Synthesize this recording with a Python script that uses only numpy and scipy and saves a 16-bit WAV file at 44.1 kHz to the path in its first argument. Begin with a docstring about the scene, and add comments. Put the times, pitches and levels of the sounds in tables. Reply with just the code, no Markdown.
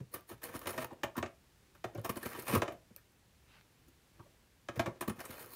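"""A cat bites and tugs at the flap of a corrugated cardboard box in a small quiet room, over faint rumble and hiss.
A jolt opens; to 2.75 s tears, bites, ticks, nudges and two-panel rings come in busy bouts, with a pause
from 1.3 to 1.75 s, then thin out. A faint rustle passes at 3.55 s; from 4.7 s biting and tearing return until 5.6 s.
Shaped noise bursts and clumped, uneven fibre noise drive resonances of walls, hollow and paper; decaying noise
adds the room."""
import sys
import numpy as np
from scipy import signal
from scipy.fft import rfft, irfft, next_fast_len
from scipy.io import wavfile
from scipy.ndimage import uniform_filter1d, map_coordinates

SR = 44100
rng = np.random.default_rng(int(sys.argv[2]) if len(sys.argv) > 2 else 0)


def bounce(signal):
    """Save signal as a 16-bit WAV file at the path given by the first command-line argument."""
    frames = np.transpose(np.atleast_2d(signal))
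    limited = np.clip(frames, -1, 1)
    pcm = np.round(limited * 32767).astype(np.int16)
    wavfile.write(sys.argv[1], SR, pcm)


def makeup_ratio(level_db):
    """Linear amplitude ratio for a level in decibels (20 dB per factor of ten)."""
    decades = np.asarray(level_db, float) / 20
    return 10 ** decades


N = 245107
SPAN = 8192  # samples for one event

# bites and snaps: (time [s], knock level [dB], crackle over knock [dB], favoured pitch of the gripped flap [Hz])
BITE_EVENTS = [(0.137, -38.5, 3, 1170), (0.16, -45, -14, 1150), (0.288, -54, 5, 1000),
               (0.314, -48, -9, 504), (0.377, -65, -8, 910), (0.43, -42.5, -0.5, 1860),
               (0.445, -47, 3, 1060), (0.488, -46, -11, 1750), (0.54, -43, -13, 1200),
               (0.553, -42.5, -3.5, 1140), (0.614, -46, -9, 1130), (0.657, -39.5, -18, 523),
               (0.669, -32, -6, 540), (0.69, -37, -5, 517), (0.702, -41, -1, 530),
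               (0.778, -31.5, -14.5, 587), (0.801, -49, -2, 533), (0.825, -40.5, -15, 510),
               (0.843, -37, -24, 880), (1.033, -26.5, -20, 600), (1.049, -58, -25, 1200),
               (1.164, -41, -4.5, 1310), (1.178, -33, -12, 1120), (1.2269, -28, -40, 630),
               (1.26, -40.5, -41, 530), (1.748, -56.5, -8, 1340), (1.8415, -30, -25, 730),
               (2.045, -34, -5.5, 705), (2.058, -37.5, -10, 1060), (2.092, -30.5, -6.5, 1070),
               (2.155, -46, -4, 1500), (2.167, -41, -3, 505), (2.227, -39, -3.5, 1670),
               (2.255, -36.5, -4.5, 553), (2.348, -41, -18, 1170), (2.386, -47, -1, 560),
               (2.477, -37, -3, 550), (2.493, -36.5, -6.5, 1080), (2.525, -32, -17, 574),
               (2.535, -32.5, -9, 550), (2.549, -24, -11.5, 1090), (2.555, -29.5, -16, 1150),
               (2.574, -39.5, -3, 1010), (2.619, -23.5, -24.5, 617), (2.679, -33, -42, 670),
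               (2.72, -45.5, -13, 670), (3.879, -68, 4, 1260), (4.686, -32.5, -29, 670),
               (4.757, -46.5, -8, 520), (4.771, -52, -3.5, 1600), (4.794, -23, -22.5, 670),
               (4.859, -34, -21, 1050), (5.008, -31.5, -6, 1050), (5.022, -36, -22, 720),
               (5.076, -34.5, -5.5, 1160), (5.094, -37.5, -6, 483), (5.19, -45, -8, 510),
               (5.201, -41.5, -2.5, 716), (5.238, -47, -9, 1310), (5.25, -46, 2, 1120),
               (5.304, -47, -1, 530), (5.392, -55, 5, 550), (5.42, -53, 0, 1790), (5.439, -51.5, -8, 1340),
               (5.511, -54.5, -2, 1090), (5.531, -51, 1, 1100)]
# box wall resonances: (frequency [Hz], width [Hz], level [dB])
WALL_MODES = [(557.7, 39, -1.5), (670, 74, -2.5), (812, 92, -4), (961, 80, -1), (1120, 108, -1.5),
              (1279, 73, -1.5), (1389, 61, -3.5), (1588, 94, -4), (1817, 84, -2), (2138, 120, -7.5),
              (2327, 92, -7), (2525, 101, -7.5), (2793, 94, -11), (3037, 112, -9), (3626, 360, -14.5),
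              (4200, 110, -20), (4490, 67, -17.5), (5550, 1440, -18), (7130, 2730, -22)]
# air and panels of the hollow box: (frequency [Hz], width [Hz], level [dB])
HOLLOW_MODES = [(70.4, 100, -12), (99.3, 60.4, -1), (125, 25.7, 1), (203.4, 52, -5), (245.5, 36, -2),
                (347.4, 44, -0.5), (403.8, 32.5, -1), (494, 88, -1)]
# thin paper layers: (frequency [Hz], width [Hz], level [dB])
PAPER_MODES = [(4260, 310, -3.5), (5310, 400, -8.5), (6670, 260, -8), (8170, 480, -3), (8840, 1900, 0),
               (9830, 1600, 1.5), (11130, 370, 2), (12040, 570, 0.5), (13370, 380, 2.5), (14800, 910, -4),
               (14200, 310, -16), (15300, 720, -7)]


def unit(x):
    """Scaled to rms 1."""
    return x / np.sqrt(np.mean(x ** 2) + 1e-20)


def peaked(x):
    """Scaled so that its loudest 2 ms have the rms of a sine of peak 1."""
    return x / np.sqrt(2 * np.max(uniform_filter1d(x * x, size=88)))


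def along(points, hz):
    """(Hz, value) points interpolated on a log frequency axis."""
    f, v = np.transpose(points)
    return np.interp(np.log(hz + 1), np.log(f + 1), v)


def wobble(rate_hz):
    """A smooth random curve, rate_hz knots a second."""
    knots = rng.standard_normal(int(N * rate_hz / SR) + 4)
    return map_coordinates(knots, [np.arange(N) * rate_hz / SR])


def filtered(x, response):
    """x through a complex response of frequency."""
    m = next_fast_len(len(x) + 8192)
    return irfft(rfft(x, m) * response(np.fft.rfftfreq(m, 1 / SR)), m)[:len(x)]


def body(modes, scatter_db=0):
    """Causal sum of resonances; scatter_db weights them anew for each contact point."""
    centre, width, db = np.transpose(modes)[:, :, None]
    sign = (-1.) ** np.arange(len(modes))[:, None]
    gain = makeup_ratio(db + scatter_db * rng.standard_normal(db.shape)) * sign

    def response(f):
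        damping = 1j * f * width
        return np.sum(gain * damping / (centre * centre - f * f + damping), axis=0)
    return response


def favour(f, hz, octaves, db):
    """Where the box is touched decides which modes speak: a gain bump round hz."""
    return makeup_ratio(db * np.exp(-(np.log2((f + 1) / hz) / octaves) ** 2))


def fibres(size, spiky_db):
    """Noise whose samples have long-tailed sizes: many small breaks, a few big ones."""
    return rng.standard_normal(size) * makeup_ratio(spiky_db * rng.exponential(size=size))


def patchy(x, depth_db):
    """The tear moves along the flap, so its colour shifts in patches about 500 Hz by 30 ms."""
    z = signal.stft(x, nperseg=256)[2]
    field = uniform_filter1d(rng.standard_normal(z.shape), size=3, axis=0)
    field = uniform_filter1d(field, size=10, axis=1)
    return unit(signal.istft(z * makeup_ratio(depth_db * unit(field)), nperseg=256)[1][:N])


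def hush():
    """Room rumble and microphone hiss: coloured noise, its level wavering a little."""
    # noise spectrum: (frequency [Hz], relative level per Hz [dB])
    hush_colour = [(15, -72), (25, -7), (53, 3), (149, -5), (191, -8), (237, -10), (319, -12), (386, -12.5),
                   (418, -14), (681, -19), (893, -18.5), (1380, -21), (1710, -19.5), (3650, -23.5),
                   (16200, -31)]
    noise = unit(filtered(rng.standard_normal(N), lambda hz: makeup_ratio(along(hush_colour, hz))))
    return makeup_ratio(-66.5 + 0.6 * wobble(3.74)) * noise


def jolts():
    """A blunt blow and a ragged shove thump the hollow, at jolts of the whole box and at every bite."""
    # jolts: (time [s], level [dB], favoured pitch [Hz])
    jolt_events = [(0.002, -34.5, 140), (0.14, -46.5, 404), (0.305, -41.5, 375), (0.325, -46, 122),
                   (0.545, -37, 340), (0.68, -37, 350), (0.785, -38, 290), (0.916, -40.5, 347),
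                   (1.049, -44, 110), (1.163, -39, 260), (1.171, -29, 272), (1.193, -39, 95),
                   (1.24, -42, 100), (1.847, -39, 100), (1.948, -36.5, 334), (1.955, -42, 119),
                   (1.974, -32.5, 120), (1.993, -38.5, 120), (2.047, -44, 110), (2.091, -32.5, 260),
                   (2.164, -34, 250), (2.253, -32.5, 260), (2.381, -37, 332), (2.531, -21, 224),
                   (2.553, -22.5, 404), (2.561, -23.5, 100), (2.574, -35, 100), (2.905, -49, 204),
                   (3.878, -54.5, 275), (4.191, -46, 126), (4.203, -49.5, 328), (4.767, -31.5, 117),
                   (4.79, -31, 100), (4.869, -31, 133), (4.874, -31.5, 370), (5.076, -27, 220),
                   (5.095, -30, 179), (5.175, -46, 141), (5.291, -41.5, 316)]
    thump_db, thump_hz, thump_s = -4, 351, 0.0019  # at bites: over the knock, pitch, push decay
    out, t = np.zeros(N + SPAN), np.arange(SPAN) / SR
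    hollow = body(HOLLOW_MODES)
    pushes = [(s, db, hz, 1 / hz) for s, db, hz in jolt_events]  # decay of one period
    pushes += [(s, db + thump_db, thump_hz, thump_s) for s, db, *_ in BITE_EVENTS]
    for s, db, hz, decay_s in pushes:
        shove = (1 - np.exp(-t / 0.004)) * np.exp(-t / decay_s) * rng.standard_normal(SPAN)
        blow = np.exp(-((t - 0.0022) / 0.00096) ** 2)
        push = unit(shove) + 0.38 * unit(blow)
        thump = filtered(push, lambda f: hollow(f) * favour(f, hz, 0.54, 12.2))
        out[round(s * SR):][:SPAN] += makeup_ratio(db) * peaked(thump)
    return out[:N]


def room(x):
    """Decaying noise as echo: each frequency dies at its own speed; a new tail every 0.19 s."""
    # reverberation: (frequency [Hz], t60 [s])
    room_t60 = [(100, 0.17), (600, 0.27), (1500, 0.22), (4000, 0.2), (12000, 0.15)]
    out, step = np.zeros(N + SR), 8192
    for k in range(0, N, step):
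        hz, t, z = signal.stft(rng.standard_normal(SR // 2), SR, nperseg=256)
        decay = makeup_ratio(-60 * t / along(room_t60, hz)[:, None])
        tail = signal.istft(z * decay, SR, nperseg=256)[1]
        wet = signal.fftconvolve(x[k:k + step], tail / np.linalg.norm(tail))
        out[k + 200:][:len(wet)] += wet  # 4.5 ms predelay
    return out[:N]


def tearing():
    """Fibres part in clumps of a few ms that creak in the walls, sway the hollow and rip in the paper."""
    # pull that swells and fades, one list a tear: (time [s], rip level [dB], stiff board over paper [dB])
    tears = [
        [(0.12, -65, -10), (0.145, -56.5, 6.5), (0.2, -80.5, 13)],
        [(0.275, -72, -10), (0.3, -58.5, 0.5), (0.345, -70, 5.5)],
        [(0.42, -65, 5), (0.46, -55, 1.5), (0.52, -61, 4.5), (0.56, -58.5, 7), (0.585, -66, -4),
         (0.64, -61.5, 3.5), (0.706, -58.5, 3), (0.74, -57, 3.5), (0.834, -54, 4), (0.87, -82, 9)],
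        [(2.04, -65.5, 5), (2.15, -66, 6.5), (2.16, -65.5, -1), (2.215, -57.5, -1), (2.264, -52.5, 2.5),
         (2.346, -55.5, 1.5), (2.4, -54, -1), (2.464, -58, 1.5), (2.49, -46.5, 0.5), (2.55, -43.5, 3),
         (2.606, -77, 16)],
        [(5.16, -67, 1), (5.21, -62, 10), (5.235, -65.5, -0.5), (5.285, -60, 2), (5.305, -58, 3),
         (5.38, -59.5, 1.5), (5.42, -55, -1), (5.49, -61, -1.5), (5.558, -53, -13.5)],
    ]
    # the box rocks and settles: (start [s], length [s], level [dB], creak over sway [dB])
    rocking = [(0.846, 0.18, -60, -11), (1.954, .09, -57.5, -11.5), (2.59, 0.17, -49.5, -24),
               (4.193, .15, -70, -17), (4.76, 0.23, -55, -8.5)]
    settle_db = 8  # lost over one rocking
    snap_db, snaps_per_s = -9.5, 250  # single fibres, over the rip
    t, out = np.arange(N) / SR, np.zeros(N)
    clumps_db = 2.2 * wobble(45) + 2.2 * wobble(220)

    creak = filtered(makeup_ratio(clumps_db) * fibres(N, spiky_db=1.6), body(WALL_MODES))
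    creak = patchy(creak, depth_db=1.7)
    sway_db = 0.41 * clumps_db + 2.4 * wobble(24)
    sway = unit(filtered(makeup_ratio(sway_db) * rng.standard_normal(N), body(HOLLOW_MODES)))
    rip = filtered(makeup_ratio(0.86 * clumps_db) * fibres(N, spiky_db=3.5), body(PAPER_MODES))
    rip = patchy(rip, depth_db=3.5)

    walls, paper = body(WALL_MODES), body(PAPER_MODES)
    single = (rng.random(N) < snaps_per_s / SR) * fibres(N, spiky_db=1)
    snaps = unit(filtered(single, lambda f: paper(f) + makeup_ratio(-0.5) * walls(f)))
    papery = rip + makeup_ratio(snap_db) * snaps
    board = filtered(creak, lambda f: favour(f, 2400, 0.25, 1.7)) + sway

    def gate(start_s, end_s, edge_s):
        return np.clip(np.minimum(t - start_s, end_s - t) / edge_s + 1, 0, 1)

    for rows in tears:
        s, db, stiff_db = np.transpose(rows)
        tear = papery + makeup_ratio(np.interp(t, s, stiff_db)) * board
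        out += gate(s[0], s[-1], 0.0065) * makeup_ratio(np.interp(t, s, db)) * tear
    for s, length_s, db, creak_db in rocking:
        level_db = db - settle_db * np.clip((t - s) / length_s, 0, 1)
        out += gate(s, s + length_s, 0.037) * makeup_ratio(level_db) * (sway + makeup_ratio(creak_db) * creak)
    return out


def bites():
    """A burst of breaking flutes knocks the walls and crackles in the paper."""
    crush_s, woody_crush_s = 0.0066, 0.0027  # decay of a papery bite; added for a fully woody snap
    bright_db, woody_bright_db = 0.28, -0.5  # per octave, likewise
    out, t = np.zeros(N + SPAN), np.arange(SPAN) / SR
    for s, db, crackle_db, hz in BITE_EVENTS:
        woody = np.clip(-crackle_db / 30, 0, 1)
        rise_s = 0.0035 * makeup_ratio(0.6 * np.clip(crackle_db, -30, 0))  # papery bites swell, woody snaps start faster
        force = (1 - np.exp(-t / rise_s)) * np.exp(-t / (crush_s + woody_crush_s * woody))
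        walls = body(WALL_MODES, scatter_db=0.44)
        slope_db = bright_db + woody_bright_db * woody

        def grip(f):
            tilt = makeup_ratio(slope_db * np.log2(np.clip(f, 300, 8000) / 1200))
            return walls(f) * favour(f, hz, 0.25, 9.9) * tilt

        breaks = force * fibres(SPAN, spiky_db=2.5)
        breaks[:7] += 7 * woody * np.hanning(7)  # a woody snap opens with one hard crack
        knock = peaked(filtered(breaks, grip))
        swell = (1 - np.exp(-t / (0.5 * rise_s))) * force  # the paper gives way a moment later
        paper = body(PAPER_MODES, scatter_db=4.0)
        crackle = peaked(filtered(swell * fibres(SPAN, spiky_db=2.5), paper))
        out[round(s * SR):][:SPAN] += makeup_ratio(db) * (knock + makeup_ratio(crackle_db) * crackle)
    return out[:N]


def ticks():
    """A single tough fibre parts: a very short break, heard mostly in the paper."""
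    # ticks: (time [s], level [dB])
    tick_events = [(0.208, -56), (0.5925, -40.5), (0.6725, -38), (0.846, -36), (0.9338, -60),
                   (1.949, -52.5), (1.9769, -53), (1.9944, -55), (2.0147, -54), (2.396, -40),
                   (2.4224, -43.5), (2.5523, -27), (2.9624, -40), (3.1208, -69)]
    out, t = np.zeros(N + SPAN), np.arange(1024) / SR
    for s, db in tick_events:
        paper = body(PAPER_MODES, scatter_db=3.5)
        walls = body(WALL_MODES, scatter_db=10.0)
        snap = np.exp(-t / 0.0012) * fibres(len(t), spiky_db=3.0)
        tick = filtered(snap, lambda f: paper(f) + makeup_ratio(-7.0) * walls(f))
        out[round(s * SR):][:len(t)] += makeup_ratio(db) * peaked(tick)
    return out[:N]


def nudges():
    """A soft, short rub of paw or muzzle wakes one region of the wall modes."""
    # nudges: (time [s], level [dB], favoured pitch [Hz])
    nudge_events = [(0.738, -51, 515), (0.905, -45, 900), (0.924, -46.5, 566), (1.152, -43, 1140),
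                    (1.949, -40.5, 595), (1.979, -42.5, 510), (2.702, -41, 630), (2.745, -49, 610),
                    (2.977, -60.5, 1570), (4.192, -49.5, 1110), (4.255, -57, 600), (4.815, -47, 570),
                    (4.861, -35, 560), (4.878, -41.5, 915), (1.89, -52, 695), (2.655, -44, 650)]
    rise_s, decay_s = 0.0013, 0.0093
    out, t = np.zeros(N + SPAN), np.arange(SPAN) / SR
    rub = (1 - np.exp(-t / rise_s)) * np.exp(-t / decay_s)
    for s, db, hz in nudge_events:
        walls = body(WALL_MODES, scatter_db=2.5)
        tap = filtered(rub * fibres(SPAN, spiky_db=2.5), lambda f: walls(f) * favour(f, hz, 0.51, 21))
        out[round(s * SR):][:SPAN] += makeup_ratio(db) * peaked(tap)
    return out[:N]


def releases():
    """The teeth let go; two freed panels beat unevenly against each other as they die."""
    # releases: (time [s], level [dB])
    release_events = [(1.036, -41), (1.232, -45), (2.625, -51), (2.683, -48.5)]
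    t60_s, rise_s = 0.22, 0.012
    out, t = np.zeros(N + SR // 2), np.arange(SR // 2) / SR
    for s, db in release_events:
        panels = np.zeros(len(t))
        for hz, _, mode_db in WALL_MODES[:2]:
            level = makeup_ratio(mode_db + 3.2 * wobble(40)[:len(t)])
            phase = 2 * np.pi * hz * t + 0.8 * wobble(26)[:len(t)]
            panels += level * np.sin(phase)
        out[round(s * SR):][:len(t)] += makeup_ratio(db - 60 * t / t60_s) * (1 - np.exp(-t / rise_s)) * panels
    return out[:N]


def rustle():
    """Grainy cloth-like noise that swells and fades."""
    # the rustle: (middle [s], half length [s], level [dB])
    rustle_event = (3.55, 0.068, -64.5)
    # noise spectrum: (frequency [Hz], relative level per Hz [dB])
    rustle_colour = [(300, -8), (1000, 2.5), (2500, 3), (5000, -6.5), (9000, -24)]
    middle_s, half_s, db = rustle_event
    cloth = filtered(fibres(N, spiky_db=3.0), lambda hz: makeup_ratio(along(rustle_colour, hz)))
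    swell = np.exp(-((np.arange(N) / SR - middle_s) / half_s) ** 2)
    return makeup_ratio(db) * swell * patchy(cloth, depth_db=2.5)


def scene():
    """The box, its echo, the rustle and the noise floor."""
    box = jolts() + tearing() + bites() + ticks() + nudges() + releases()
    return (hush() + box + makeup_ratio(-10.5) * room(box) + rustle())[None]


def top_cut(x):
    """Nothing passes above the cut-off."""
    return signal.sosfilt(signal.butter(12, 16480, fs=SR, output="sos"), x)


def record(dry):
    """The microphone loses the deep bass and the top."""
    bass_hz, top_hz = 33, 15750

    def microphone(hz):
        return (1j * hz / (1j * hz + bass_hz)) ** 2 / (1 + (hz / top_hz) ** 200)

    return top_cut(filtered(dry[0], microphone)[None])


dry = scene()
out = record(dry)
bounce(out)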